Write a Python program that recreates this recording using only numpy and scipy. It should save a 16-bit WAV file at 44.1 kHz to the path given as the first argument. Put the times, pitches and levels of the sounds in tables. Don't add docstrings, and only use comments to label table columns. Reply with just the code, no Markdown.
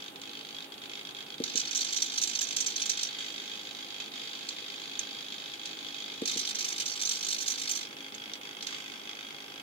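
import sys
import numpy as np
from scipy import signal
from scipy.fft import rfft, irfft, next_fast_len
from scipy.io import wavfile
from scipy.ndimage import uniform_filter1d

SR = 44100
rng = np.random.default_rng(int(sys.argv[2]) if len(sys.argv) > 2 else 0)


def gain_from_db(level_db):
    decades = np.asarray(level_db, float) / 20
    return 10 ** decades


def persist_wave(psi):
    counts = np.round(np.clip(psi, -1, 1) * 32767).astype(np.int16)
    wavfile.write(sys.argv[1], SR, np.atleast_2d(counts).T)


N = 424241
FRAME_HZ = 51.479
PORT_LAG = 0.000267
TOP_HZ = 15800

# frequency in Hz, density in dB per Hz.
AIR_TONE = [(25, -31), (60, -21.5), (130, -12.5), (270, -4), (480, -4.5), (650, -10), (1400, -10),
            (2000, -15), (3500, -7.5), (5200, -33), (8000, -22.5), (16000, -24)]
# frequency in Hz, left-right likeness from 0 to 1.
AIR_COHERENCE = [(40, 0), (130, 0.72), (290, 0.85), (450, 0.92), (640, 0.25), (1400, 0.22), (3000, 0),
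                 (8000, 0)]
# centre in Hz, width in Hz, lift in dB.
HUM_BANDS = [(142.4, 5, 8.5), (179.5, 2.7, 6.5), (209, 5.8, 3.5), (274.5, 0.98, 8), (326.6, 6.7, 7.5),
             (399.7, 5.9, 6), (715, 44, 4), (801, 31, 5.5)]
# frequency in Hz, level in dB.
HUM_TONES = [(145.3, -78), (217.4, -67.5), (274.5, -62.5), (330, -76), (726.7, -76), (823.6, -63)]

# time in seconds, lag after the frame start in ms.
HOLD_LAG = [(0, 2.5), (1.4, 1), (3.2, -1.65), (6.2, -0.9), (7.9, 1.63), (9.6, 0.86)]
# start in seconds, level in dB, extra while settling in dB, settling time in seconds,
# kick length in ms.
REST = [
    (0, -41, -1.5, 0.14, 2.2),
    (1.43, -39, 0, .3, 8.4),
    (3.17, -41.5, 4.5, .35, 4.3),
    (4.12, -40.5, 1.5, 0.82, 5.8),
    (5.63, -40, 0.5, 0.49, 4.8),
    (7.87, -40.5, 1, 0.32, 2),
    (8.66, -40.5, 5, 0.19, 1.8),
]
# start in seconds, run in frames, change in dB.
UNEVEN_HOLDING = [(0.102, 3, -14), (0.18, 1, -18), (0.199, 1, -7), (0.432, 1, -7), (0.665, 3, -13),
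                  (0.743, 1, -3), (0.763, 1, -15), (0.801, 1, -18), (0.879, 1, -13), (0.899, 3, 1),
                  (1.035, 1, -10), (1.132, 1, -20), (1.248, 1, -22), (1.365, 1, -30), (3.327, 1, -7),
                  (4.007, 1, 6), (4.104, 1, -31), (4.551, 1, -6), (5.328, 1, 3), (5.561, 2, -5),
                  (5.755, 1, -6), (7.892, 1, -7), (7.95, 1, -16), (7.989, 1, -4), (8.105, 1, -11),
                  (8.164, 1, -4), (8.377, 1, -5), (8.397, 1, -19), (8.552, 1, -2), (8.591, 1, -1)]
# time in seconds, diffuse share in dB.
HOLD_DIFFUSE = [(1.4, -3.8), (3.1, -1.2), (6.2, -1.2), (7.9, -3.8)]
# frequency in Hz, density in dB per Hz.
HOLD_TONE = [(710, -40), (1200, -13), (1600, -13.5), (1890, -13), (2240, -3), (2740, -7.5), (3060, -1),
             (3750, 1), (4660, -9), (5950, -15.5), (6810, -17), (9000, -31.5), (11700, -41), (19800, -120)]
# frequency in Hz, density in dB per Hz.
LATE_TONE = [(710, -32), (1200, -5), (1640, -8), (1840, -10.5), (2240, 4), (2500, -3.5), (2810, -1),
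             (3470, 3.5), (3870, -4), (6160, -12), (9000, -31.5), (11700, -34), (19800, -120)]
# centre in Hz, width in Hz, lift in dB.
HOLD_MODES = [(1640, 140, 7), (2572, 31, 6), (3010, 21, 4.5), (3290, 45, 6.5), (3990, 45, -20),
              (4680, 340, 7), (5500, 170, 7), (6760, 270, 6.5), (6200, 130, 4)]
# frequency in Hz, left minus right in dB.
HOLD_PAN = [(1000, -6), (2400, -2.5), (4500, 0), (5500, -5), (6500, -12), (7600, -3.5), (9000, 7)]

# start in seconds, thump in dB, tick in dB, direction (+1 press, -1 release).
BUTTON = [
    (1.4021, -22.5, -18, 1),
    (1.5509, -32, -30, -1),
    (6.2199, -22.5, -16, 1),
    (6.361, -31, -28, -1),
]
# frequency in Hz, level in dB, t60 in seconds.
BOARD_MODES = [(295, 18, 0.013), (430, -1.5, 0.038), (347, -18.5, 0.19), (256, -19, 0.23),
               (442.3, -16, 0.13)]
# frequency in Hz, t60 in seconds.
WALLS = [(300, 0.63), (3000, 0.18)]

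# start in seconds, stop in seconds, creeping rasp in dB, case in dB,
# run-down in seconds.
MOVES = [
    (1.45, 3.088, -37, -34.5, 0.0079),
    (6.256, 7.848, -35.5, -33, 0.027),
]
# start in seconds, level in dB, case share in dB, length in ms.
JERKS = [(0.2149, -31.5, 1, 3), (1.4386, -15, -1, 1), (1.597, -16.5, 0, 8), (1.7105, -17.5, -17, 2.4),
         (1.927, -16, -0.5, 9), (4.4885, -21, 0, 2.1), (4.992, -16, -4.5, 2.7), (5.657, -21.5, -2, 2.5),
         (6.2548, -14.5, -3, 8.5), (8.146, -28, 0.5, 3), (8.335, -27.5, 3, 2.1), (8.6083, -47, 21.5, 2.6),
         (8.6258, -22, 2.5, 2.4), (8.6692, -20, -0.5, 2.4)]
# start in seconds, level over the creep in dB, length in ms.
SURGES_OUT = [(1.559, 8, 14), (1.578, 11.5, 7.2), (1.753, 12, 14), (1.773, 11, 12), (1.792, 3, 8.8),
              (1.812, 9.5, 12.8), (1.967, 11, 15), (1.986, -1, 6.9), (2.025, 12.5, 6.8), (2.181, 12, 11),
              (2.219, 13.5, 13), (2.239, 13.5, 8.1), (2.278, 9.5, 4.8), (2.297, 5.1, 7.2),
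              (2.355, 7.5, 9.8), (2.394, 5, 3.9), (2.414, 14.5, 11), (2.433, 6, 8.9), (2.569, 14, 5.6),
              (2.608, 13, 8.9), (2.666, 11.5, 11), (2.763, 7.5, 9.4), (2.802, 5.2, 10.0), (2.822, 8.5, 11),
              (2.861, 8.5, 9.5), (2.899, 14.5, 6.9), (2.919, 4, 5.7), (3.035, 10, 5.1)]
# start in seconds, level over the creep in dB, length in ms.
SURGES_BACK = [(6.279, 7.5, 9.3), (6.299, -1, 9.8), (6.377, 6.5, 8.6), (6.396, 5.0, 12), (6.59, 4.5, 12),
               (6.648, 6.8, 13), (6.687, 3.5, 7.9), (6.804, 7, 13.6), (6.862, 3.5, 10), (7.018, 8, 13),
               (7.056, 7, 8.9), (7.095, 8, 6.9), (7.115, 7.5, 15), (7.134, 1, 13), (7.27, 1, 7.7),
               (7.29, 8.1, 7.6), (7.309, 4.5, 15), (7.328, 4.5, 9.6), (7.348, 1.7, 9.9), (7.406, 5, 17),
               (7.426, 4.5, 11.2), (7.484, 10, 5), (7.503, 6, 13), (7.523, 5, 7.9), (7.62, 3, 7.9),
               (7.697, 9.5, 10), (7.717, 10, 9.8), (7.756, 5, 13)]
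# start in seconds, change in dB.
STALLS = [(1.462, -12), (1.481, -10), (1.501, -6), (1.52, -19), (1.54, -2), (1.637, -10), (1.695, -17),
          (2.084, -7), (2.103, -3), (2.453, -3), (2.55, -18), (2.744, -10), (2.841, -9), (2.88, -15),
          (2.958, -18), (6.357, -4), (6.435, -7.2), (6.532, -22), (6.571, -12), (6.668, -9), (6.746, -10),
          (6.765, -4), (6.843, -24), (6.959, -3), (7.192, -6), (7.367, -6), (7.445, -12.0), (7.542, -1),
          (7.561, -7), (7.795, -2)]
# frequency in Hz, density in dB per Hz.
RASP_TONE = [(3240, -80), (5500, -9.5), (5750, -1.5), (6030, -4), (7580, -6.5), (8120, -17.5),
             (8720, -11.5), (9200, -29), (12000, -58), (20200, -120)]
# frequency in Hz, density in dB per Hz.
CASE_TONE = [(590, -53), (1000, -32), (1590, -14.5), (1870, -16), (2480, -10.5), (3630, -4), (4380, -3.5),
             (5290, -6.5), (5600, -8), (7280, -32), (12300, -120)]
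# frequency in Hz, density in dB per Hz.
FIZZ_TONE = [(5410, -32), (9200, 6), (9900, -1), (11300, -5.5), (13000, -0.5), (14300, -3.5), (16000, -9)]
FIZZ_DB = [-14, -9.5, -13.5]
# centre in Hz, width in Hz, lift in dB.
GEAR_MODES = [(3690, 110, 4), (4400, 190, 5), (4990, 130, 4), (5940, 190, 8), (6600, 200, 2),
              (7500, 140, 3.5), (8740, 220, 2.5), (10500, 350, 4)]
# frequency in Hz, left minus right in dB.
MOVE_PAN = [(5500, -2), (6500, -14.5), (7600, -8.5), (8600, -5), (9600, -2), (15000, -2)]


def unit(x):
    return x / np.sqrt(np.mean(x ** 2) + 1e-20)


def along(points, hz):
    f, v = np.transpose(points)
    return np.interp(np.log(hz + 1), np.log(f + 1), v)


def filtered(x, response):
    m = next_fast_len(N + SR // 2)
    return irfft(rfft(x, m) * response(np.fft.rfftfreq(m, 1 / SR)), m)[..., :N]


def colour(tone, modes):
    def response(hz):
        lift = 1
        for centre, width, db in modes:
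            damping = 1j * hz * width
            lift = lift + (gain_from_db(db) - 1) * damping / (centre ** 2 - hz ** 2 + damping)
        return gain_from_db(along(tone, hz)) * lift
    return response


def ports(hz):
    return np.exp(1j * np.pi * hz * PORT_LAG * np.array([[1], [-1]]))


def room():
    air = colour(AIR_TONE, HUM_BANDS)

    def mid_side(hz):
        turn = np.arccos(np.clip(along(AIR_COHERENCE, hz), -1, 1)) / 2
        return air(hz) * [np.cos(turn), np.sin(turn)]

    mid, side = filtered(rng.standard_normal((2, N)), mid_side)
    t = np.arange(N) / SR
    tones = sum(gain_from_db(db + 3.5) * np.sin(2 * np.pi * hz * t) for hz, db in HUM_TONES)
    both = gain_from_db(-50) * unit(np.array([mid + side, mid - side])) + tones
    return filtered(both * gain_from_db([[-.6], [.6]]), ports)


def frames():
    return np.arange(int(N / SR * FRAME_HZ)) / FRAME_HZ


def per_frame(rows):
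    s, *columns = np.transpose(rows)
    index = np.round((s - .005) * FRAME_HZ).astype(int)
    return [np.bincount(index, column, len(frames())) for column in columns]


def resting(s):
    latest = np.maximum(np.searchsorted(np.transpose(REST)[0], s) - 1, 0)
    since, level_db, settle_db, settle_s, length_ms = np.array(REST)[latest].T
    return level_db, settle_db * np.exp(-(s - since) / settle_s), length_ms


def kicks(starts, gains, length_ms, rise, fall, repeat, teeth_db, alike, wet_db, t60):
    t = np.arange(SR // 40) / SR
    fresh, kept, lumps, left, right = rng.standard_normal((5, len(starts), len(t)))
    kept = unit(uniform_filter1d(kept, size=12, axis=0))
    common = np.sqrt(repeat) * kept + np.sqrt(1 - repeat) * fresh

    teeth = gain_from_db(teeth_db * unit(uniform_filter1d(lumps, size=24, axis=1)))
    run = np.clip(length_ms, 1, 18)[:, None] / 1000
    swell = 1 - np.exp(-(t / rise) ** 2)
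    shape = teeth * swell * np.exp(-np.maximum(t - run, 0) / fall)
    shape = shape / np.sqrt(np.sum(shape ** 2, axis=1, keepdims=True) * FRAME_HZ / SR)

    at = np.maximum(np.round(starts * SR).astype(int), 0)[:, None] + np.arange(len(t))

    def laid(rows):
        return np.bincount(at.ravel(), rows.ravel(), N + SR)[:N]

    keep = gain_from_db(-120 / (t60 * SR))
    wet = np.reshape(gain_from_db(wet_db), (-1, 1))
    out = []
    for gain in gains:
        size = gain[:, None] * shape
        direct = [laid(size * (np.sqrt(alike) * common + np.sqrt(1 - alike) * own)) for own in (left, right)]
        lingering = signal.lfilter([1 - keep], [1, -keep], laid((wet * size) ** 2))
        out.append(direct + np.sqrt(np.abs(lingering)) * rng.standard_normal((2, N)))
    return out


def voiced(x, tone, modes, pan):
    response = colour(tone, modes)
    scale = np.sqrt(np.mean(np.abs(response(np.linspace(0, SR / 2, num=2048))) ** 2))

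    def to_ports(hz):
        balance = gain_from_db(along(pan, hz) * np.array([[.5], [-.5]]))
        return response(hz) / scale * ports(hz) * balance

    return filtered(x, to_ports)


def scattered(x, echo_db, t60):
    t = np.arange(SR // 12) / SR
    path = rng.standard_normal((2, len(t))) * gain_from_db(-60 * t / t60) * (1 - np.exp(-t / 0.0011))
    path = gain_from_db(echo_db) * path / np.linalg.norm(path, axis=1, keepdims=True)
    path[:, 0] = 1
    return signal.fftconvolve(x, path / np.linalg.norm(path[0]), axes=1)[:, :N]


def holding():
    s = frames()
    level_db, settling_db, length_ms = resting(s)
    uneven = [(t + k / FRAME_HZ, db) for t, run, db in UNEVEN_HOLDING for k in range(round(run))]
    hunt_db = 1.1 * rng.standard_normal(len(s))
    level_db = level_db + settling_db + per_frame(uneven)[0] + hunt_db
    lag = (np.interp(s, *np.transpose(HOLD_LAG)) - .9) / 1000

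    late = s > MOVES[1][0]
    blur_db = settling_db * np.where(late, 1, 0.32)
    gains = [~late * gain_from_db(level_db - 4.5), late * gain_from_db(level_db - 6.5)]
    wet_db = np.interp(s, *np.transpose(HOLD_DIFFUSE)) + blur_db
    early_kicks, late_kicks = kicks(
        s + lag, gains, 0.74 * (length_ms + 2.2 * blur_db), rise=.0019, fall=.0024,
        repeat=0.63, teeth_db=1.5, alike=.7, wet_db=wet_db, t60=0.17)
    early_sound = voiced(early_kicks, HOLD_TONE, HOLD_MODES, HOLD_PAN)
    return early_sound + voiced(late_kicks, LATE_TONE, HOLD_MODES, HOLD_PAN)


def button():
    x, t = np.zeros(N + SR), np.arange(SR // 4) / SR
    ring = sum(gain_from_db(db - 60 * t / t60) * np.sin(2 * np.pi * hz * t) for hz, db, t60 in BOARD_MODES)
    ring = ring * (1 - np.exp(-(t / 0.0029) ** 2))
    for s, db, tick_db, way in BUTTON:
        grit = np.convolve(rng.standard_normal(len(t)), [1, 1, 0, -1, -1], "same") / 2
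        tick = gain_from_db(-60 * t / 0.0081) * grit
        x[round(s * SR):][:len(t)] += gain_from_db(db + 2) * (np.sign(way) * ring + gain_from_db(tick_db) * tick)

    hz, t, z = signal.stft(rng.standard_normal((2, SR // 3)), SR, nperseg=128)
    decay = gain_from_db(-60 * t / along(WALLS, hz)[:, None])
    walls = signal.istft(z * decay, SR, nperseg=128)[1]
    echo = signal.fftconvolve(x[None, :N], walls / np.linalg.norm(walls[0]), axes=1)[:, :N]
    both = x[:N] * gain_from_db([[-.6], [.6]]) + gain_from_db(-12.5) * echo
    return filtered(both, lambda hz: ports(hz) * (1j * hz / (150 + 1j * hz)) ** 2)


def shifting(x):
    z = signal.stft(x, nperseg=256)[2]
    field = uniform_filter1d(rng.standard_normal(z.shape[1:]), size=5, axis=0)
    field = uniform_filter1d(field, size=7, axis=1)
    return signal.istft(z * gain_from_db(2.3 * unit(field) - 1.5), nperseg=256)[1][:, :N]


def moving():
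    s = frames()
    move = (s > MOVES[0][1]).astype(int)
    start, stop, rasp_db, case_db, down_s = np.array(MOVES)[move].T
    running = (s > start) & (s < stop)
    surge_db, surge_ms = per_frame([*SURGES_OUT, *SURGES_BACK])
    creeping = surge_ms == 0
    step_chance, case_chance, length_chance = rng.standard_normal((3, len(s)))

    run_down_db = 19 * np.exp(-np.abs(stop - s) / down_s)
    step_db = surge_db + per_frame(STALLS)[0] + creeping * 1.6 * step_chance - run_down_db
    strain_db = 3 * np.exp(-np.abs(s - start) / 0.28)
    case_db = case_db + 0.5 * step_db + strain_db + case_chance
    length_ms = surge_ms + creeping * (8.8 + 3 * length_chance)

    when, jerk_db, share_db, jerk_ms = np.transpose(JERKS)
    settling = gain_from_db(-49) * np.abs(gain_from_db(resting(s)[1]) - 1)
    rasp = running * gain_from_db(rasp_db + step_db - 8.0) + ~running * settling
    rasp = np.append(rasp, gain_from_db(jerk_db - 23.0))
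    case = np.append(running * gain_from_db(case_db - 6.0), gain_from_db(jerk_db + share_db - 18))
    fizz = rasp * gain_from_db(np.take(FIZZ_DB, np.append(move, np.full(len(when), -1))))

    fall = np.append(np.full(len(s), .0035), np.full(len(when), .0018))[:, None]
    starts = np.append(s, when) - .0014
    high, low, top = kicks(
        starts, [rasp, case, fizz], np.append(length_ms, jerk_ms), rise=.0022, fall=fall,
        repeat=0.03, teeth_db=2, alike=.8, wet_db=-4.5, t60=0.13)
    rasp_sound = voiced(high, RASP_TONE, GEAR_MODES, MOVE_PAN)
    case_sound = voiced(low, CASE_TONE, GEAR_MODES, HOLD_PAN)
    fizz_sound = voiced(top, FIZZ_TONE, GEAR_MODES, MOVE_PAN)
    return rasp_sound + case_sound + fizz_sound


def scene():
    air = room()
    chatter = scattered(holding(), echo_db=-6, t60=.03)
    thumps = button()
    rasps = scattered(shifting(moving()), echo_db=-6, t60=.025)
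    return air + chatter + thumps + rasps


def low_pass(x):
    return signal.sosfilt(signal.butter(12, 16470, fs=SR, output="sos"), x)


def record(dry):
    finished = filtered(dry, lambda hz: hz < TOP_HZ)
    return low_pass(finished)


dry = scene()
out = record(dry)
persist_wave(out)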